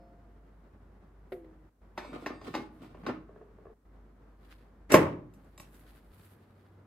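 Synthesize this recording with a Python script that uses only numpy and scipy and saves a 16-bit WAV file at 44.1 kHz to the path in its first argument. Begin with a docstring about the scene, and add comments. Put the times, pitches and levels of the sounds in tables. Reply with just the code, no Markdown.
"""A small room with a low hum: at a table, an air fryer's basket is guided into its plastic housing.
The pan, ringing faintly, bumps the opening, knocks, scrapes and squeals along the rails, creaks under the hand,
then rides over its spring catch and slams shut. The table booms on, the handle is let go and a sleeve rustles.
Contacts are struck damped modes with bursts of noise; rubbing is random slips through resonances; the squeal is
wavering sines; cloth, rattle, boom and air are shaped noise; decaying noise makes the room's answer."""
import sys
import numpy as np
from scipy import signal
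from scipy.fft import rfft, irfft, next_fast_len
from scipy.io import wavfile
from scipy.ndimage import uniform_filter1d, map_coordinates

SR = 44100
rng = np.random.default_rng(int(sys.argv[2]) if len(sys.argv) > 2 else 0)


def generate_wav(sig):
    """Save sig (samples, or channels by samples) to the path in sys.argv[1] as 16-bit PCM at SR."""
    pcm = np.round(np.clip(np.atleast_2d(sig).T, -1, 1) * 32767).astype(np.int16)
    wavfile.write(sys.argv[1], SR, pcm)


N = 302526
TIME = np.arange(N) / SR  # seconds through the scene
AGE = np.arange(SR) / SR  # seconds since a contact

# Steady room air. Each row: frequency in Hz, relative dB per Hz.
AIR = [(25, -35.5), (45, -6), (80, 3.5), (120, -2.5), (200, -1), (320, -4), (630, -11.5), (1300, -16),
       (2000, -23.5), (2600, -31.5), (5000, -41), (15000, -58.5)]
AIR_DB = -60.5
# Low hums. Each row: frequency in Hz, rms level in dB before it wavers.
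HUM = [(50, -59), (81, -73.5), (97, -61.5)]
# When each hum is heard. Each row: start in seconds, end in seconds.
HUM_SPANS = [(0, 6.12), (0, 1.3), (6.13, 6.87)]
# How the room dies away. Each row: frequency in Hz, t60 in seconds.
ROOM = [(100, .8), (180, .7), (300, .48), (500, .42), (700, .38), (1200, .4), (2000, .34), (3000, .31),
        (8000, .25), (15000, .22)]
# Stereo likeness. Each row: frequency in Hz, left-right likeness from 0 to 1.
ALIKE = [(100, 0.985), (300, 0.95), (700, 0.5), (1500, 0.33), (3500, 0.2), (8000, 0.08)]
# Stereo timing of contacts. Each row: frequency in Hz, radians by which left leads.
LEAD = [(0, -0.5), (4220, 0.67), (6200, -4), (7580, -7), (12300, -12.5), (13300, -15), (15200, -18.5),
        (16500, -19)]
# Brief dips in level. Each row: start in seconds, end in seconds.
DIPS = [(1.695, 1.815), (3.74, 3.85)]
TOP_HZ = 15650  # band limit

# The pan still singing as it is lifted. 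Each row: frequency in Hz, level in dB, t60 in seconds.
FADING = [(320, -60.5, 1), (536, -62.5, 1.2), (650, -62, 1.3), (697, -60.5, 1.7), (890, -71, 1.6),
          (4340, -87, 0.79), (5140, -86, 0.71)]

# Strokes of the sleeve. Each row: start in seconds, length in seconds, rustle in dB, fine swish in dB,
# time constant of swell and fade in seconds.
BRUSHES = [(4.517, 0.0091, -63.5, -73, 0.062), (5.347, 0.42, -81.5, -85, 0.023),
           (5.62, .03, -69, -84, .022), (5.726, 0.081, -76, -71.5, 0.033), (5.865, 0.029, -68, -74, 0.029),
           (5.958, 0.023, -69, -72, 0.044), (6.147, 0.038, -71.5, -73.5, 0.034),
           (6.246, 0.042, -69.5, -68, 0.048), (6.435, 0.26, -78, -85.5, 0.07)]
# Rustling folds. Each row: frequency in Hz, relative dB per Hz.
CLOTH = [(600, -12.5), (1500, 5.5), (2400, -0.5), (4500, -4.5), (6000, -15.5), (16000, -26.5)]
# Fine swish of the weave, also the rails' hiss. 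Each row: frequency in Hz, relative dB per Hz.
SWISH = [(3000, -24), (6000, -11.5), (8000, -5.5), (12000, 0.5), (16000, -8)]

# Slips of the grip. Each row: start in seconds, dry peak level in dB.
CREAKS = [(3.291, -44), (3.36, -42), (3.412, -41.5), (3.585, -47.5), (3.654, -41), (3.667, -42),
          (3.68, -52), (3.699, -50)]
# The creaking handle. Each row: frequency in Hz, relative dB, t60 in seconds.
HANDLE = [(426, 12.5, 0.035), (647, 17.5, 0.014), (825, -4, 0.02), (1140, 8.5, 0.013), (1665, -1, 0.016),
          (2650, -14, 0.012)]

# The free pan nudges the opening. Each row: start in seconds, level in dB.
BUMP = [(1.3201, -33), (1.444, -53)]
# The free pan's other modes against its lowest ring. Each row: frequency in Hz, dB, t60 in seconds.
PAN = [(261, -17, 0.29), (425, -14.5, 0.38), (507, -7, .24), (550, 4, 0.038), (703, -13, 0.18),
       (2035, -7, 0.022)]
# Tick of the nudge. 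Each row: frequency in Hz, relative dB per Hz.
NUDGE = [(200, -25), (600, -9), (1100, -3), (2100, 0), (3000, -12.5), (4700, -16.5), (6000, -36),
         (16000, -21)]
# The lowest ring sinks as it dies: pitch range and time constant, first decay, then what lingers
SAG_FROM_HZ, SAG_TO_HZ, SAG_S = 395, 311.4, .068
SAG_T60_S, LINGER_DB, LINGER_T60_S = 0.13, -14.5, 1

# Pushes of the pan along the rails. Each row: start in seconds, length in seconds, rubbing in dB,
# grit in dB, fine hiss in dB.
PUSHES = [(1.328, 0.012, -74, -94, -70), (1.986, 0.008, -57.5, -82, -70.5), (2.034, 0.018, -55.5, -69, -87),
          (2.105, 0.057, -55, -74.5, -84), (2.202, 0.068, -61.5, -71, -78),
          (2.281, 0.062, -56.5, -97, -100), (2.447, 0.12, -52.5, -61.5, -76), (2.611, 0.028, -63, -76, -90),
          (2.735, 0.039, -76, -83, -82), (2.825, 0.038, -56.5, -68.5, -79), (2.99, 0.081, -63, -81.5, -84),
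          (3.071, 0.018, -45, -74, -95)]
PUSH_ATTACK_S, PUSH_RELEASE_S = 0.014, 0.038  # time constants
# Resonances of the rubbing pan. Each row: frequency in Hz, width in Hz, relative dB.
RAILS = [(247.6, 43.5, 8.5), (301, 62, 8.5), (457, 150, 1.5), (747, 79, -4), (905, 430, -10),
         (1434, 210, -8.5), (1740, 120, -16), (2200, 1000, -12.5), (3520, 1900, -22), (4650, 370, -22)]
# Grit in the rails. Each row: frequency in Hz, relative dB per Hz.
GRIT = [(1200, -17), (2300, 2), (3700, 0), (5000, -3.5), (6200, -8), (8200, -7.5), (12000, -15),
        (16000, -11)]
# Rumble of the housing under the sliding pan. Each row: time in seconds, level in dB.
RUMBLE = [(2.02, -75), (2.13, -58), (2.3, -68), (2.5, -55), (2.7, -65), (2.9, -57.5), (3.0, -58.5),
          (3.06, -49), (3.25, -68)]
# Tone of that rumble. Each row: frequency in Hz, relative dB per Hz.
HOLLOW = [(50, -30), (100, -6), (160, 0), (210, -6), (300, -30), (1000, -75)]

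# Squealing rim at the opening. Each row: frequency in Hz, rms in dB before stroke level and wavering.
RIM_OUTER = [(1270, -69), (1513, -67), (1820, -73), (2191, -71), (2320, -67), (2536, -69), (2670, -76),
             (3456, -71), (3704, -74), (3881, -78), (4237, -79), (4710, -77), (5136, -82), (6030, -83),
             (6912, -86), (7560, -84), (8231, -78)]
# Squealing rim deeper in. Each row: frequency in Hz, rms in dB before stroke level and wavering.
RIM_INNER = [(1093, -69), (1825, -70), (2110, -76), (3558, -79), (3750, -82), (4716, -77), (5039, -80),
             (6735, -86), (8236, -84)]
# One squeal for each place. Each row: start in seconds, length in seconds, level in dB, release in seconds.
SQUEALS = [(1.978, 0.09, 1, .11), (2.27, .27, -1.5, .035)]
SQUEAL_ATTACK_S = 0.004  # time constant

# Pushing over the spring catch. Each row: time in seconds, level in dB.
CATCH = [(4.890, -66.5), (4.904, -32.5), (4.917, -32.5), (4.938, -21), (4.95, -46.5)]
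# Tone of the catch. Each row: frequency in Hz, relative dB per Hz.
SPRING = [(30, -64.5), (70, -35), (130, -3.5), (350, 1), (900, -8.5), (2000, -8), (3500, -23), (8000, -29),
          (15000, -39.5)]

# Table and housing booming on after the slam. Each row: frequency in Hz, relative dB per Hz.
BOOM = [(40, -40), (110, -14), (150, -1.5), (170, 0.5), (205, -15.5), (270, -5.5), (340, -14), (700, -45.5),
        (2000, -120)]
BOOM_DB, BOOM_RISE_S, BOOM_RELEASE_S = -38.5, .015, 0.14  # level and time constants
# Panels and loose parts shuddering after the slam. Each row: frequency in Hz, relative dB per Hz.
SHUDDER = [(65, -32), (100, -12), (160, -1.5), (230, -15), (330, -2), (500, 1.5), (600, -4), (720, -8.5),
           (950, -1.5), (1400, -13.5), (2000, -13), (2700, -19.5), (4000, -30.5), (9000, -44.5),
           (15000, -52.5)]
SHUDDER_DB, SHUDDER_HOLD_S = -21, 0.0074
SHUDDER_ATTACK_S, SHUDDER_RELEASE_S = 0.001, .047  # time constants

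# Basket against housing. Each row: start in seconds, body in dB, hardness in dB per octave, hollow ring in dB,
# thump against body in dB, ring of the struck spot in Hz, level of that ring in dB.
KNOCKS = [(1.976, -42, 1, -23, -19, 934, -6.5), (2.046, -52, -0.5, -6, -15, 1000, 2),
          (2.158, -52, -6.5, -16, -10, 696, -8), (2.261, -40, 1.14, -7, -21, 1838, -7.5),
          (2.413, -55, 0, -11, -7, 1100, -5), (2.476, -46.5, -9, 1, -13, 386, -3),
          (2.539, -39, -0.5, 11, -23, 249, -6), (2.548, -39.5, 2, -6, -21, 850, -10),
          (2.582, -38.5, -14, 17, -15, 320, 8), (2.832, -57.5, -2.5, -4, -8, 900, -8),
          (2.945, -53.5, -4, -11, -10, 993, -6), (3.033, -51, -4.5, 10, -6, 220, -5),
          (3.064, -41.5, 1.03, -9, -11, 1494, -9.5), (3.092, -42, -3, -4, -7, 285, -8)]
# The basket rides over the catch, hits home and settles with two soft rebounds. Each row: start in seconds,
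# body in dB, hardness in dB per octave, hollow ring in dB, thump against body in dB, spot in Hz, spot in dB.
SLAM = [(4.918, -29, -14, -12, -12, 275, -3), (4.9405, -14, 1.74, -13, -12.5, 620, -12),
        (4.984, -29.5, -13.5, 12, -18, 361, 3), (5.005, -26, -24, 16, -15, 314, 10)]
# Small hard parts: first the catch, then the handle as it is let go. Each row: start in seconds, body in dB,
# hardness in dB per octave, hollow ring in dB, thump against body in dB, spot in Hz, spot in dB.
CLICKS = [(4.919, -51, 1.9, -14, -6.5, 5600, -22), (5.337, -88.5, 1.4, -14, -13, 12600, -22),
          (5.444, -99, 1.7, -14, -7, 11950, -22), (5.5775, -68.5, -0.21, -10, -11, 7600, -22),
          (5.598, -60.5, -1.5, -10, 2.5, 2214, -20), (5.744, -88.5, 1.4, -10, -7, 8000, -22)]
# Tone of a knock. One row: clack, tick and click in dB against the body band at hardness 0, room in dB,
# sheet metal in dB, t60 of the crack in seconds.
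KNOCK_TONE = (1, -10.5, -27, -6.5, -6, 0.09)
# Tone of the slam. One row: clack, tick, click, room and sheet metal in dB, t60 of the crack in seconds.
SLAM_TONE = (-5, -20.5, -25.5, -10.5, -10, 0.0954)
# Tone of the small parts. One row: clack, tick, click, room and sheet metal in dB, crack t60 in seconds
# (below zero: no crack).
CLICK_TONE = (8, 9, 11, -6.5, -16, -0.0152)
# Thump, body, clack, tick and click bands. Each row: from Hz, to Hz.
BANDS = [(85, 190), (230, 720), (720, 2400), (2400, 5500), (5500, 13500)]
# The pan resting on the rails. Each row: frequency in Hz, relative dB, t60 in seconds.
SEATED = [(160, -11, .15), (228, -4, .15), (255, -3, .15), (313, 2, .28), (400, -7, .16), (554, -7, .16),
          (845, -9, .15), (1030, -11, .15), (1170, -8, .2), (1490, -12, .14), (1810, -17, .14),
          (2150, -13, .18), (2720, -14, .13), (2940, -18, .13), (4720, -21, .13)]
# The housing with the basket in it. 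Each row: frequency in Hz, relative dB, t60 in seconds.
HOUSING = [(91, -15, .45), (119, -14, .5), (153, -16, .35), (170, -20, .65), (224, -21, .3), (268, -21, 1),
           (304, 0, .19), (316, -6, .2), (361.5, -1, .22), (410, -13, .5), (484, -10, .26), (554, -7, .36),
           (607, -5, .12), (732, -12, .22), (856, -5, .25), (908, -9, .2), (1017, -7, .15), (1064, -5, .17),
           (1197, -12, .2), (1332, -15, .28), (1490, -15, .24), (1705, -16, .27), (1997, -12, .24),
           (2315, -17, .2)]
# The hard handle shell. Each row: frequency in Hz, relative dB, t60 in seconds.
SHELL = [(1500, -4, .014), (1900, -2, .012), (2300, 0, .014), (3300, -5, .008), (4900, -6, .008),
         (7600, -7, .006)]
# Damped plastic walls. Each row: frequency in Hz, relative dB, t60 in seconds.
WALL = [(370, -2.5, .04), (600, -1, .035), (850, -4, .025), (1075, 0, .026), (1950, -5.5, .016),
        (2650, -4, .016), (3750, -4, .014), (7700, -19, .012)]
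KNOCK_RISE_S, SNAP_RISE_S = 0.0011, 0.00088  # build-up of a glancing knock and a square hit at hardness 0
SOFTENING = 0.026  # growth of the log build-up time for each dB per octave of hardness lost
SOFT_FROM_HZ = 300  # hardness tilts the ringing modes above this
SPOT_CYCLES = 45  # the struck spot's ring falls 60 dB in this many cycles


def amp(db):
    """Decibels to gain."""
    return 10 ** (np.asarray(db) / 20)


def unit(x):
    """Scaled to rms 1."""
    return x / np.sqrt(np.mean(x ** 2) + 1e-20)


def along(points, hz):
    """(Hz, value) points read on a log frequency axis."""
    f, value = np.transpose(points)
    return np.interp(np.log(hz + 1), np.log(f + 1), value)


def fader(rows):
    """A gain per sample drawn through (s, dB) points, lightly smoothed and all but silent outside them."""
    s, db = np.transpose(rows)
    gain = amp(np.interp(TIME, s, db, left=-120, right=-120))
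    return uniform_filter1d(gain, size=256)


def stroke(start, length, attack, release):
    """A movement's level: it swells up to its start, holds, then dies away."""
    before = np.minimum(TIME - start, 0)
    after = np.maximum(TIME - start - length, 0)
    return np.exp(before / attack - after / release)


def wobble(rate):
    """A smooth random curve, rate knots a second."""
    knots = rng.standard_normal(int(N * rate / SR) + 4)
    return map_coordinates(knots, [TIME * rate])


def filtered(x, response):
    """x shaped by a complex response of frequency."""
    n = x.shape[-1]
    m = next_fast_len(n + 8192)
    return irfft(rfft(x, m) * response(np.fft.rfftfreq(m, 1 / SR)), m)[..., :n]


def spread(pair):
    """Two unrelated signals to left and right, sharing most in the bass and least in the treble."""
    def mid_side(hz):
        turn = np.arccos(np.clip(along(ALIKE, hz), -1, 1)) / 2
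        return np.array([np.cos(turn), np.sin(turn)])

    mid, side = filtered(pair, mid_side)
    return np.array([mid + side, mid - side])


def coloured(pair, spectrum):
    """Stereo sound of rms 1, the pair shaped by the given spectrum."""
    return unit(spread(filtered(pair, lambda hz: amp(along(spectrum, hz)))))


def grains(rate, smooth):
    """Two streams of tiny slips of random size, rate a second, over a share of even noise."""
    slips = (rng.random((2, N)) < rate / SR) * rng.standard_normal((2, N))
    return unit(slips) + smooth * rng.standard_normal((2, N))


def stick_slip(rate, life, steady):
    """Juddering contact force, rms 1: sudden releases, rate a second, fading with time constant life in s."""
    releases = (rng.random(N) < rate / SR) * rng.uniform(.3, 1, N)
    fading = signal.lfilter([1], [1, -np.exp(-1 / (life * SR))], releases)
    return unit(steady + fading)


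def ring(modes):
    """Damped modes, each struck with a slightly varied strength."""
    total = 0
    for hz, db, t60 in modes:
        level = amp(db + 1.5 * rng.standard_normal() - 60 * AGE / t60)
        total = total + level * np.sin(2 * np.pi * hz * AGE)
    return total


def sheet_metal(count=110, low_hz=750, high_hz=13500, t60=0.14):
    """The thin pan's many high modes as one response of energy 1; the higher ones die sooner."""
    place, strength = rng.random((2, count))
    hz = low_hz + (high_hz - low_hz) * ((np.arange(count) + place) / count) ** 1.4
    response = ring(zip(hz, -10 * strength, t60 * (hz / 3000) ** -.3))
    return response / np.linalg.norm(response)


def room(x, build=0.00047):
    """The room's stereo answer: decaying noise that builds up quickly and loses its treble first."""
    hz, t, z = signal.stft(rng.standard_normal((2, SR)), SR, nperseg=256)
    t60 = along(ROOM, hz)[:, None]
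    noise = signal.istft(z * amp(-60 * t / t60), SR, nperseg=256)[1][:, :SR]
    tail = spread(noise) * (1 - np.exp(-AGE / build))
    tail = tail / np.linalg.norm(tail[0])
    return signal.fftconvolve(np.atleast_2d(x), tail, axes=1)[:, :x.shape[-1]]


def add(track, s, sound):
    """Mix a sound in at time s."""
    start = round(s * SR)
    track[:, start:start + SR] += sound[:, :N - start]


def background(hum_waver_db=1.8, drift=0.25, air_waver_db=1.3):
    """Room air as shaped noise and low hums as sines, both wavering a little."""
    out = amp(AIR_DB + air_waver_db * wobble(35)) * coloured(rng.standard_normal((2, N)), AIR)
    for (hz, db), (start, end) in zip(HUM, HUM_SPANS):
        level = amp(db + hum_waver_db * wobble(11.0)) * fader([(start, 0), (end, 0)])
        out += level * np.sqrt(2) * np.sin(2 * np.pi * hz * TIME + drift * wobble(2.1))
    return out


def lifted():
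    """The pan's damped modes, still singing faintly from being picked up."""
    out = np.zeros((2, N))
    add(out, 0, np.tile(ring(FADING), (2, 1)))
    return out


def sleeve(flutter_db=2.0):
    """Cloth brushes the table in short uneven strokes: folds rustle, the weave swishes."""
    strokes = np.array([stroke(s, length, fade, fade) for s, length, *levels, fade in BRUSHES])
    rustle, swish = amp(np.array(BRUSHES)[:, 2:4]).T @ strokes
    folds = rustle * coloured(grains(rate=1100, smooth=0.4), CLOTH)
    weave = swish * coloured(grains(rate=5400, smooth=0.58), SWISH)
    return amp(flutter_db * wobble(35)) * (folds + weave)


def creaks(wet_db=-3, rise=0.0042):
    """The handle slips in small dull steps under the hand, each ringing its damped modes."""
    out = np.zeros((2, N))
    for s, db in CREAKS:
        slip = ring(HANDLE) * (1 - np.exp(-AGE / rise))
        slip = amp(db) * slip / np.abs(slip).max()
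        add(out, s, slip + amp(wet_db) * room(slip))
    return out


def bump(tick_db=-11, tick_t60=0.063, wet_db=-12, rise=0.0019):
    """The free pan nudges the opening: a dull tick and a round ring that sinks in pitch."""
    out = np.zeros((2, N))
    hz = SAG_TO_HZ + (SAG_FROM_HZ - SAG_TO_HZ) * np.exp(-AGE / SAG_S)
    decay = amp(-60 * AGE / SAG_T60_S) + amp(LINGER_DB - 60 * AGE / LINGER_T60_S)
    sinking = np.sin(2 * np.pi * np.cumsum(hz) / SR) * decay
    for s, db in BUMP:
        tick = amp(tick_db - 60 * AGE / tick_t60) * coloured(rng.standard_normal((2, SR)), NUDGE)
        dry = amp(db) * (1 - np.exp(-AGE / rise)) * (sinking + ring(PAN) + tick)
        add(out, s, dry + amp(wet_db) * room(dry))
    return out


def rail_resonances(f):
    """The rubbing pan's response: parallel resonances of alternating sign."""
    total = 0
    for k, (centre, width, db) in enumerate(RAILS):
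        damping = 1j * f * width
        total = total + (-1) ** k * amp(db) * damping / (centre * centre - f * f + damping)
    return total


def scrape(metal, sing_db=-2, wet_db=-6, judder_db=3.0):
    """Pushes drag the pan on the rails: it sticks and slips, exciting pan and housing, with grit and hiss on top."""
    strokes = np.array([stroke(s, length, PUSH_ATTACK_S, PUSH_RELEASE_S) for s, length, *levels in PUSHES])
    rub, grit, hiss = amp(np.array(PUSHES)[:, 2:]).T @ strokes
    judder = stick_slip(rate=260, life=.003, steady=.55) * amp(judder_db * wobble(45))
    rubbing = filtered(judder * grains(rate=1100, smooth=0.14), rail_resonances)
    dry = rub * unit(spread(rubbing))
    dry = dry + grit * coloured(judder * grains(rate=1500, smooth=.9), GRIT)
    singing = signal.fftconvolve(dry, metal[None], axes=1)[:, :N]
    rumble = fader(RUMBLE) * coloured(grains(rate=600, smooth=.5), HOLLOW)
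    fine_hiss = hiss * coloured(grains(rate=5600, smooth=1.0), SWISH)
    return dry + amp(sing_db) * singing + amp(wet_db) * room(dry) + rumble + fine_hiss


def squeal(waver_db=2.5, drift=0.6, apart=0.53):
    """Rubbing keeps the rim's modes ringing; each wavers on its own and reaches left and right out of step."""
    out = np.zeros((2, N))
    for modes, (s, length, db, release) in zip((RIM_OUTER, RIM_INNER), SQUEALS):
        level = amp(db) * stroke(s, length, SQUEAL_ATTACK_S, release)
        heard = level > amp(-60)
        t = TIME[heard]
        for hz, mode_db in modes:
            swell, wander = (map_coordinates(knots, [t * 25]) for knots in rng.standard_normal((2, 200)))
            phase = 2 * np.pi * hz * t + drift * wander + apart * rng.standard_normal((2, 1))
            mode_level = level[heard] * amp(mode_db + waver_db * swell)
            out[:, heard] += mode_level * np.sqrt(2) * np.sin(phase)
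    return out


def catch():
    """A short rising rasp of grains as the basket is forced over the spring."""
    return fader(CATCH) * coloured(grains(rate=2600, smooth=0.6), SPRING)


def boom():
    """Table and housing boom on as the slam dies away: low noise bands that beat like close resonances."""
    level = amp(BOOM_DB) * stroke(SLAM[1][0], 0, BOOM_RISE_S, BOOM_RELEASE_S)
    level = level * (TIME > SLAM[0][0])  # silent until the basket meets the catch
    return level * coloured(rng.standard_normal((2, N)), BOOM)


def shudder(wet_db=-5):
    """The slam shakes every panel and loose part at once: a dense, rattling thud that dies into the room."""
    level = amp(SHUDDER_DB) * stroke(SLAM[1][0], SHUDDER_HOLD_S, SHUDDER_ATTACK_S, SHUDDER_RELEASE_S)
    rattle = stick_slip(rate=170, life=.004, steady=.6)
    dry = level * coloured(rattle * grains(rate=2200, smooth=.7), SHUDDER)
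    return dry + amp(wet_db) * room(dry)


def out_of_step(hz):
    """Opposite phase turns for left and right, so that the treble arrives out of step."""
    return np.exp(np.array([[.5j], [-.5j]]) * along(LEAD, hz))


def blow(modes, clang, band_db, ring_db, wet_db, rise, crack_t60, crack_db=-1):
    """One contact: a crack, the walls' short clack, a clang and the hollow ring, levelled band by band."""
    strike = unit(ring(WALL)) + clang
    if crack_t60 > 0:
        crack = unit(rng.standard_normal(SR) * amp(-60 * AGE / crack_t60))
        strike = strike + amp(crack_db) * crack
    onset = 1 - np.exp(-AGE / rise)  # a contact takes a moment to build
    direct = onset * (strike + amp(ring_db) * unit(ring(modes)))
    sound = filtered(direct, out_of_step) + amp(wet_db) * room(direct)
    out = np.zeros((2, SR))
    for (lo, hi), db in zip(BANDS, band_db):
        band = signal.sosfilt(signal.butter(3, [lo, hi], "band", fs=SR, output="sos"), sound)
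        attack = int((.02 + 3 / lo) * SR)  # low bands need longer to speak
        out += amp(db) * band / np.sqrt(np.mean(band[:, :attack] ** 2))
    return out


def knocks(metal):
    """Knocks, slam and clicks: harder contacts are brighter and build faster; each struck spot has its ring."""
    out = np.zeros((2, N))
    centres = np.sqrt(np.prod(BANDS, axis=1))
    octaves = np.maximum(np.log2(centres / centres[1]), 0)  # above the body band
    kinds = ((KNOCKS, SEATED, KNOCK_TONE, KNOCK_RISE_S),
             (SLAM, HOUSING, SLAM_TONE, SNAP_RISE_S),
             (CLICKS, SHELL, CLICK_TONE, SNAP_RISE_S))
    for rows, modes, (*treble_db, wet_db, metal_db, crack_t60), rise in kinds:
        for s, db, hardness, ring_db, thump_db, spot_hz, spot_db in rows:
            band_db = db + np.array([thump_db, 0, *treble_db]) + hardness * octaves
            excited = [(hz, level + hardness * max(np.log2(hz / SOFT_FROM_HZ), 0), t60)
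                       for hz, level, t60 in modes]
            spot = unit(ring([(spot_hz, 0, SPOT_CYCLES / spot_hz)]))
            clang = amp(metal_db) * unit(metal) + amp(spot_db) * spot
            build = rise * np.exp(-SOFTENING * hardness)
            add(out, s, blow(excited, clang, band_db, ring_db, wet_db, build, crack_t60))
    return out


def scene():
    """Everything at the table, from the room to the basket."""
    metal = sheet_metal()
    surroundings = background() + lifted() + sleeve()
    sliding = creaks() + bump() + scrape(metal) + squeal()
    closing = catch() + boom() + shudder()
    return surroundings + sliding + closing + knocks(metal)


def record(dry, dip_db=-11, hiss_db=-86):
    """The level dips twice over an even hiss; the top peaks are rounded off and the band limit is steep."""
    dipped = sum(fader([(start, 0), (end, 0)]) for start, end in DIPS)
    x = dry * amp(dip_db * dipped) + amp(hiss_db) * rng.standard_normal((2, N))
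    x = x / (1 + np.abs(x / .92) ** 6) ** (1 / 6)
    return filtered(x, lambda hz: 1 / np.sqrt(1 + (hz / TOP_HZ) ** 160))


dry = scene()
out = record(dry)
generate_wav(out)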